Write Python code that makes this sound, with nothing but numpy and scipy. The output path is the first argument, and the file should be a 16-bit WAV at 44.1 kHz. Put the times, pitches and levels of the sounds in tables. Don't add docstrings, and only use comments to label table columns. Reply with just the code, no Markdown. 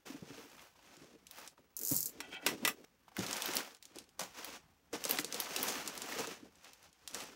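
import sys
import numpy as np
from scipy import signal
from scipy.fft import rfft, irfft, next_fast_len
from scipy.io import wavfile
from scipy.ndimage import uniform_filter1d

SR = 44100
rng = np.random.default_rng(int(sys.argv[2]) if len(sys.argv) > 2 else 0)


def bounce(signal):
    frames = np.transpose(np.atleast_2d(signal))
    limited = np.clip(frames, -1, 1)
    pcm = np.round(limited * 32767).astype(np.int16)
    wavfile.write(sys.argv[1], SR, pcm)


def volts_from_db(level):
    exponent = np.asarray(level, float) / 20
    return 10 ** exponent


N = 324135

# [peak_s, rise_s_per_20db, fall_s_per_20db, level_db, box_weight_db]
FLAP_STROKES = [(.06, 0, 0.25, -54, 1), (.34, .2, 0.3, -59.5, 3), (.62, 1.4, 0.2, -62.5, -20),
                (.9, 0.2, 0.6, -63.5, -3.5), (1.019, -0.24, 0.25, -65, 9), (1.382, 0.1, .2, -56, -12.5),
                (1.48, 0.5, -0.2, -59.5, -5), (1.59, 0, .06, -79.5, 15.5), (1.77, 0, 4, -75, 0),
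                (1.92, 0.37, 0.52, -63, 4.5), (2.22, 0.17, .4, -65, 8), (2.347, 0.06, -0.18, -55.5, 4),
                (2.481, .08, 0.15, -54.5, 11.5), (2.619, 1.5, 0.5, -68.5, 15), (2.846, 0, -2.5, -55, -9),
                (3.088, -0.6, -15, -59, -9)]
# [peak_s, rise_s_per_20db, fall_s_per_20db, level_db, box_weight_db]
PAPER_STROKES = [(3.19, 0.04, 0.71, -50, 1.5), (3.33, 0.22, 0.73, -46, -12.5),
                 (3.568, 0.42, 0.15, -43.5, -3.5), (3.776, 0.081, 0.035, -72, -4.5),
                 (3.84, 0.034, 0.33, -74, -12), (3.976, 0.14, 0.12, -64.5, 5), (4.21, 0.017, 0.08, -47, -5),
                 (4.391, 0.11, 0.76, -52.5, -8.5), (4.573, 0.96, 0.055, -57.5, -4),
                 (4.874, 0.05, .05, -90.5, -2), (4.942, 0.014, 0.09, -49.5, 4.5),
                 (5.103, 0.14, .45, -44.5, -6), (5.193, 0.18, 0.24, -53.5, 4.5),
                 (5.363, 0.093, 1.4, -47, -5), (5.697, 0.38, 0.39, -43.5, -4.5),
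                 (5.887, 0.41, 0.13, -52.5, 0), (6.2, 0.58, 0.079, -46, -2.5),
                 (6.316, .6, 0.095, -51.5, -3), (6.46, 0.34, 0.049, -71.5, 12),
                 (6.665, 0.17, 0.26, -62, -8), (6.849, 0.053, 0.076, -63.5, -13),
                 (6.944, .1, 0.14, -77, -11), (7.089, 0.2, .3, -66, -24), (7.19, 0.12, 0.26, -52, -1)]
CREASE_HZ = (1200, 2300, 4200, 7500, 12500)
# [freq_hz, density_db]
PAPER_SPECTRUM = [(290, -31), (500, -4.5), (832, -3.5), (962, -5.5), (1530, -8), (1910, -9.5), (2670, -7.5),
                  (3950, -9), (6110, -1), (9180, -5), (14200, -6), (16200, -3)]
# [freq_hz, width_hz, level_db]
BOX_MODES = [(147.4, 69, -10), (171, 33.3, -4), (269, 72.3, -0.5), (321.2, 63, 1.5), (385, 46, -2),
             (455, 18.5, -1), (558, 127, -12.5)]
RESTING_BOOM_DB, RESTING_BODY_DB, RESTING_HISS_DB = -78, -80, -81.5
BOOM_LINGER_RATIO = 1.036
HISS_DB, HISS_PER_DB, HISS_PER_WEIGHT_DB, BOARD_HISS_DB = 7.5, 0.28, -0.21, 3.5

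# [start_s, peak_db, treble_re_peak_db]
FLAP_SNAPS = [
    (0.4998, -48, -12),
    (0.9678, -43, -28),
    (1.2684, -38, -12),
    (1.311, -34.5, 0),
    (1.4763, -33.5, -15),
]
# [start_s, peak_db, treble_re_peak_db]
FIRST_SHEET_SNAPS = [(3.1667, -31.5, 5), (3.1916, -25.5, -10), (3.2647, -27.5, -7), (3.31, -28, -12),
                     (3.3298, -19, -18), (3.3673, -25, -9), (3.4211, -20.5, -15), (3.4586, -24, 4),
                     (3.4813, -30.5, -14), (3.516, -31, -7), (3.536, -26, -11), (3.555, -25.5, 10),
                     (3.5683, -11, -5), (3.72, -50, -14), (3.748, -39, -11), (3.768, -49.5, -18),
                     (3.826, -38.5, 3), (3.8537, -37, -19), (3.9587, -40, -16), (3.986, -32, -11),
                     (4.041, -49, -20), (4.091, -48, -23), (4.194, -26, -11), (4.3876, -43, -5),
                     (4.446, -25, -2), (4.547, -46.5, -7)]
# [start_s, peak_db, treble_re_peak_db]
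SECOND_SHEET_SNAPS = [(4.93, -34.5, -1), (5.04, -23, 1), (5.052, -21, -38), (5.0799, -28, -28),
                      (5.0946, -24, 9), (5.11, -16, 7.5), (5.1727, -28, -11), (5.187, -18.5, -37),
                      (5.2455, -19, -11), (5.325, -22.5, -28), (5.344, -23, -9), (5.4013, -19.5, 6),
                      (5.446, -32, -12), (5.5623, -20.5, -25), (5.592, -29, -9), (5.5994, -36, -10),
                      (5.6296, -23, 9), (5.683, -25, -21), (5.8763, -20.5, -29), (5.9525, -48, 9),
                      (5.977, -28, -36), (6.019, -25, -34), (6.1224, -36, -3), (6.2722, -28, -35)]
# [start_s, peak_db, treble_re_peak_db]
LAID_ASIDE_SNAPS = [(6.5557, -48.5, -20), (6.6454, -40.5, -14), (6.6758, -46, -14), (6.7333, -38, -5),
                    (6.775, -58, -12), (6.828, -48, -25), (6.9286, -49, -16), (7.0759, -28, -34),
                    (7.111, -39, -32), (7.1343, -41, -4), (7.1458, -22.5, -16), (7.204, -30.5, -6)]
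FOLD_BODY_DB, BODY_PER_PEAK_DB, BODY_PER_TREBLE_DB = -28.5, 0.04, -0.45
# [start_s, peak_db, pitch_hz]
TAPS = [(0.755, -57, 1010), (0.791, -55, 900), (1.531, -62, 956), (1.578, -51, 940), (3.08, -46, 926),
        (3.117, -52, 860), (3.1667, -32, 1500), (3.603, -33, 1670), (5.187, -22, 1970),
        (6.122, -33.5, 1980), (6.242, -36, 1360), (7.151, -38.5, 1660)]
# [start_s, level_db, length_s, tilt_db_per_octave]
CRUSHES = [
    (4.192, -41, 0.049, -2.5),
    (4.929, -39, 0.029, -4),
    (5.194, -30, 0.007, 3.5),
    (5.677, -35.5, 0.036, -0.7),
    (6.186, -38.5, 0.023, -3),
    (7.138, -46.5, 0.1, -3),
]

# [start_s, peak_db, pitch_hz, t60_s]
THUMPS = [(0.1, -38, 268, 0.042), (0.142, -39, 284, 0.063), (0.223, -40, 170, 0.031),
          (0.3, -44.5, 281, 0.26), (0.969, -53.5, 350, 0.11), (1.914, -28, 270, 0.044),
          (2.201, -47, 288, 0.19), (2.463, -38.5, 289.6, 0.22), (2.595, -48.5, 305, 0.05),
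          (2.646, -38.5, 441, 0.17), (3.184, -28, 190, 0.13), (3.486, -36.5, 350, 0.073),
          (4.21, -45.5, 183, 0.21), (4.929, -34, 475, 0.124), (5.053, -33, 522, 0.012),
          (5.095, -35, 455, 0.062), (5.188, -33.5, 301.5, 0.079), (5.242, -40, 467, 0.047),
          (5.342, -38.5, 489, 0.098), (5.56, -42.5, 380, 0.095), (6.159, -43, 454, 0.047),
          (6.195, -36, 455, 0.12), (6.274, -36.5, 453.4, 0.095), (6.427, -44, 258, 0.05),
          (7.139, -49, 490, 0.18)]
# [start_s, peak_db]
SHOVES = [(0.223, -51), (0.3, -49), (0.97, -61), (1.914, -33), (2.647, -47.5), (3.185, -34.5), (3.486, -51),
          (4.929, -61.5), (5.188, -56), (6.196, -50), (6.428, -61)]
DEEP_HZ, DEEP_WIDTH_HZ, DEEP_T60_S = 138, 60, 0.26

# [start_s, peak_db]
RATCHET = [(1.7667, -23.5), (1.7912, -23), (1.814, -24), (1.834, -22.5), (1.8506, -21.5), (1.863, -23.5),
           (1.8732, -20.5), (1.8835, -20), (1.892, -20), (1.901, -19), (1.909, -23), (1.9142, -18),
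           (1.922, -21), (1.9287, -23), (1.9364, -19), (1.9442, -21), (1.954, -17), (1.9648, -13),
           (1.9767, -18), (1.9868, -22), (2.0061, -17), (2.029, -18), (2.0584, -16.5), (2.0947, -34)]
RATTLE_DB = -12.5
# [freq_hz, width_hz, level_db]
BLADE_MODES = [(7160, 570, 0), (8300, 120, -23), (11400, 230, -5), (12100, 400, -21.5), (13000, 680, 2),
               (16540, 500, 6.5)]
# [start_s, peak_db, treble_re_peak_db, t60_s]
KNOCKS = [
    (2.204, -27, -10, 0.048),
    (2.464, -17, -2.5, 0.066),
    (2.487, -26, -5.5, 0.14),
    (2.65, -15.5, -5, 0.071),
    (2.676, -18, -0.5, 0.1),
]
# [freq_hz, width_hz, level_db]
KNIFE_MODES = [(1225, 46, 4.5), (1310, 27, -28), (1980, 28, 5.5), (2440, 46, -19), (2630, 180, 3),
               (3350, 66, -19), (3260, 59, -2), (4300, 33, -12), (5400, 270, 1), (6860, 51, -17),
               (7400, 310, -4)]
# [time_s, high_modes_db, low_modes_db]
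SLIDE = [
    (2.22, -58, -49),
    (2.25, -55, -54),
    (2.3, -69, -61),
    (2.33, -49, -55),
    (2.37, -50.5, -49),
    (2.41, -70, -53.5),
    (2.455, -59, -49),
]
# [freq_hz, width_hz, level_db]
SCRAPE_MODES = [(730, 180, -0.5), (1180, 36, -12), (1440, 65, 4.5), (1980, 36, 7), (2290, 28, 6.5),
                (2620, 49, 7.5), (3180, 93, 5), (3180, 78, -10), (3800, 79, -42.5)]

ROOM_T60_S, ROOM_DB = 0.11, -16.5
# [freq_hz, density_db]
AIR_SPECTRUM = [(15, -39), (25, -36), (39, -7), (64, -0.5), (122, -13), (155, -7.5), (173, -9), (203, -13),
                (252, -15), (550, -46), (646, -24), (719, -18), (15400, -44)]
AIR_DB = -74.5
TOP_HZ = 15760


def unit(x):
    return x / np.sqrt(np.mean(x ** 2))


def shape(x, gain):
    size = next_fast_len(len(x))
    hz = np.arange(size // 2 + 1) * SR / size + 1
    return irfft(rfft(x, size) * gain(hz), size)[:len(x)]


def colour(points):
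    hz, db = np.transpose(points)
    return lambda f: volts_from_db(np.interp(np.log(f), np.log(hz), db))


def band(lo_hz, hi_hz):
    return lambda f: 1 / (1 + lo_hz / (1j * f)) ** 2 / (1 + 1j * f / hi_hz) ** 2


def peaks(modes, widen):
    def gain(f):
        total = 0
        for k, (hz, width_hz, db) in enumerate(modes):
            detune = (f * f - hz * hz) / (f * width_hz * widen)
            total = total + (-1) ** k * volts_from_db(db) / (1 + 1j * detune)
        return total
    return gain


def fade(t60_s, size):
    return volts_from_db(-60 * np.arange(size) / SR / t60_s)


def add(out, start_s, peak_db, sound):
    i = int(start_s * SR)
    sound = sound[:N - i]
    out[i:i + len(sound)] += sound * volts_from_db(peak_db) / np.abs(sound).max()


def flicker(rate_hz, db):
    k = int(SR / rate_hz)
    steps = np.repeat(rng.standard_normal(N // k + 1), k)[:N]
    return volts_from_db(db * uniform_filter1d(steps, k))


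def crackle(rate_hz, spread_db, ring_s):
    timing, size = rng.random((2, N))
    slips = (timing < rate_hz / SR) * volts_from_db(-spread_db * np.log(1 - size).clip(-3, 0))
    return unit(signal.lfilter([1], [1, -np.exp(-1 / (ring_s * SR))], slips))


def handling():
    boom_gain, body_gain, hiss_gain = strokes()
    slips = 1 + 0.34 * crackle(rate_hz=170, spread_db=1.0, ring_s=0.0028)
    rub = flicker(70, db=1.6) * slips * rng.standard_normal(N)
    pops = np.zeros(N)
    for hz in CREASE_HZ:
        pop = crackle(rate_hz=95, spread_db=6.0, ring_s=0.0028) * rng.standard_normal(N)
        pops += unit(shape(pop, band(hz / 0.93, hz * 1.66))) * np.sqrt(hz)
    sheet = shape(unit(rub) + volts_from_db(-5.5) * unit(pops), colour(PAPER_SPECTRUM))
    boom = unit(shape(flicker(60, db=4.0) * rub, peaks(BOX_MODES, widen=1.36)))
    body = unit(shape(sheet, band(lo_hz=532, hi_hz=3920)))
    hiss = unit(shape(sheet, band(lo_hz=3200, hi_hz=38700)))
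    return boom * boom_gain * volts_from_db(0.37) + body * body_gain * volts_from_db(4.0) + hiss * hiss_gain * volts_from_db(3.0)


def strokes():
    t = np.arange(0, N + 64, 64) / SR
    s, rise, fall, db, weight = np.transpose(FLAP_STROKES + PAPER_STROKES)[:, :, None]
    after_last = t > np.r_[[[-1]], s[:-1]]
    before_next = t < np.r_[s[1:], [[99]]]
    turn = after_last & before_next

    def swell(fall_s):
        return -20 * np.where(t < s, (s - t) / rise.clip(0.005), (t - s) / fall_s.clip(0.005))

    on_board = s < PAPER_STROKES[0][0]
    hiss_db = db + HISS_DB + HISS_PER_DB * db + HISS_PER_WEIGHT_DB * weight + BOARD_HISS_DB * on_board
    layers = [(db + weight + swell(fall * BOOM_LINGER_RATIO), RESTING_BOOM_DB),
              (db + swell(fall), RESTING_BODY_DB),
              (hiss_db + swell(fall), RESTING_HISS_DB)]
    gains = []
    for level_db, rest_db in layers:
        power = uniform_filter1d((turn * volts_from_db(level_db) ** 2).sum(axis=0), size=5) + volts_from_db(rest_db) ** 2
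        gains.append(np.interp(np.arange(N) / SR, t, np.sqrt(power)))
    return gains


def snaps():
    out, size = np.zeros(N), 2048
    middle, body = band(lo_hz=2450, hi_hz=10000), band(lo_hz=640, hi_hz=2960)
    treble = band(lo_hz=6700, hi_hz=60000)
    decay = fade(0.0053, size) + volts_from_db(-9) * fade(0.024, size) + volts_from_db(-18.0) * fade(0.18, size)
    for s, db, treble_db in FLAP_SNAPS + FIRST_SHEET_SNAPS + SECOND_SHEET_SNAPS + LAID_ASIDE_SNAPS:
        body_db = FOLD_BODY_DB + BODY_PER_PEAK_DB * db + BODY_PER_TREBLE_DB * treble_db
        jolt = rng.standard_normal(size) * decay
        add(out, s, db - 0.5, shape(shape(jolt, middle), middle))
        add(out, s, db + body_db + 0.9, shape(shape(jolt, body), body))
        add(out, s, db + treble_db + 0.47, shape(shape(jolt, treble), treble))
    for s, db, hz in TAPS:
        tap = rng.standard_normal(size) * fade(0.041, size)
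        add(out, s, db - 0.8, shape(tap, peaks([(hz, 0.31 * hz, 0)], widen=0.88)))
    return out


def crushes():
    out, t = np.zeros(N), np.arange(8192) / SR
    grit = (1 + 0.9 * crackle(rate_hz=500, spread_db=4.5, ring_s=0.0012)) * rng.standard_normal(N)
    grit = shape(shape(grit, colour(PAPER_SPECTRUM)), band(lo_hz=350, hi_hz=13200))
    for s, db, length_s, tilt_db in CRUSHES:
        swell = np.clip(t / 0.0032, 0, 1) * volts_from_db(-300 * np.clip(t - length_s, 0, 1) - 6 * t / length_s)
        i = int(s * SR)
        piece = unit(shape(grit[i:i + len(t)], lambda f: volts_from_db(tilt_db * np.log2(f / 2000))))
        out[i:i + len(t)] += volts_from_db(db) * swell * piece
    return out


def thumps():
    out, size = np.zeros(N), 8192
    t = np.arange(size) / SR
    for s, db, hz, t60_s in THUMPS:
        soft_onset = 1 - np.exp(-t / 0.0046)
        wall = np.sin(2 * np.pi * hz * t) * fade(np.clip(t60_s, 0.01, 1), size) * soft_onset
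        others = shape(rng.standard_normal(size) * fade(0.028, size), peaks(BOX_MODES, widen=0.69))
        add(out, s, db - 0.6, unit(wall) + volts_from_db(-4.0) * unit(others))
    for s, db in SHOVES:
        push = rng.standard_normal(size) * fade(DEEP_T60_S, size)
        add(out, s, db + 0.48, shape(push, peaks([(DEEP_HZ, DEEP_WIDTH_HZ, 0)], widen=0.66)))
    return out


def ratchet():
    out, size = np.zeros(N), 3072
    highpass = signal.butter(7, 4500, "high", fs=SR, output="sos")
    for s, db in RATCHET:
        jolt = rng.standard_normal(size) * (fade(0.0027, size) + volts_from_db(RATTLE_DB) * fade(0.11, size))
        tick = signal.sosfilt(highpass, jolt)
        ring = shape(tick, peaks(BLADE_MODES, widen=3.4))
        add(out, s, db - 0.6, unit(tick) + volts_from_db(2.0) * unit(ring))
    return out


def knocks():
    out, size = np.zeros(N), 6144
    for s, db, treble_db, t60_s in KNOCKS:
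        decay = fade(0.013, size) + volts_from_db(5.5) * fade(np.clip(t60_s, 0.01, 1), size)
        jolt = rng.standard_normal(size) * decay
        modes = unit(shape(jolt, peaks(KNIFE_MODES, widen=1.7)))
        clack = unit(shape(jolt, band(lo_hz=724, hi_hz=4900)))
        add(out, s, db + 0.5, modes + volts_from_db(4.5) * clack)
        add(out, s, db + treble_db, shape(jolt, band(lo_hz=5000, hi_hz=30200)))
    return out


def play(rows):
    s, *columns = np.transpose(rows)
    return [np.interp(np.arange(N) / SR, s, c, left=-120, right=-120) for c in columns]


def slide():
    high_db, low_db = play(SLIDE)
    grain = flicker(60, db=2.2) * (1 + 0.4 * crackle(rate_hz=400, spread_db=3.5, ring_s=0.0015))
    hum = shape(grain * rng.standard_normal(N), peaks(SCRAPE_MODES, widen=1.1))
    high = shape(shape(hum, band(lo_hz=1800, hi_hz=9000)), band(lo_hz=1500, hi_hz=9000))
    low = shape(shape(hum, band(lo_hz=400, hi_hz=1700)), band(lo_hz=302, hi_hz=2000))
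    return unit(high) * volts_from_db(high_db + 1.0) + unit(low) * volts_from_db(low_db - 5.0)


def room(near):
    size = int(0.4 * SR)
    walls = shape(rng.standard_normal(size), band(lo_hz=113, hi_hz=14600)) * fade(ROOM_T60_S, size)
    walls = np.r_[np.zeros(130), walls / np.linalg.norm(walls)]
    return volts_from_db(ROOM_DB) * signal.fftconvolve(near, walls)[:N]


def room_air():
    air = unit(shape(rng.standard_normal(N), colour(AIR_SPECTRUM)))
    return air * volts_from_db(AIR_DB) * flicker(13, db=4.0)


def scene():
    near = handling() + snaps() + crushes() + thumps() + ratchet() + knocks() + slide()
    return (near + room(near) + room_air())[None]


def band_limit(x):
    return signal.sosfilt(signal.butter(12, 16990, fs=SR, output="sos"), x)


def record(dry):
    x = shape(dry[0], band(lo_hz=47.7, hi_hz=1e6))
    top = shape(x, lambda f: f > TOP_HZ)
    power = shape(x, lambda f: f > TOP_HZ / 3) ** 2
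    sudden = uniform_filter1d(power, size=128) > 4.5 * uniform_filter1d(power, size=2048)
    gate = signal.fftconvolve(sudden, np.hanning(256) / 128, "same")
    mix = x - top + volts_from_db(-28) * gate * top
    return band_limit(mix[None])


dry = scene()
out = record(dry)
bounce(out)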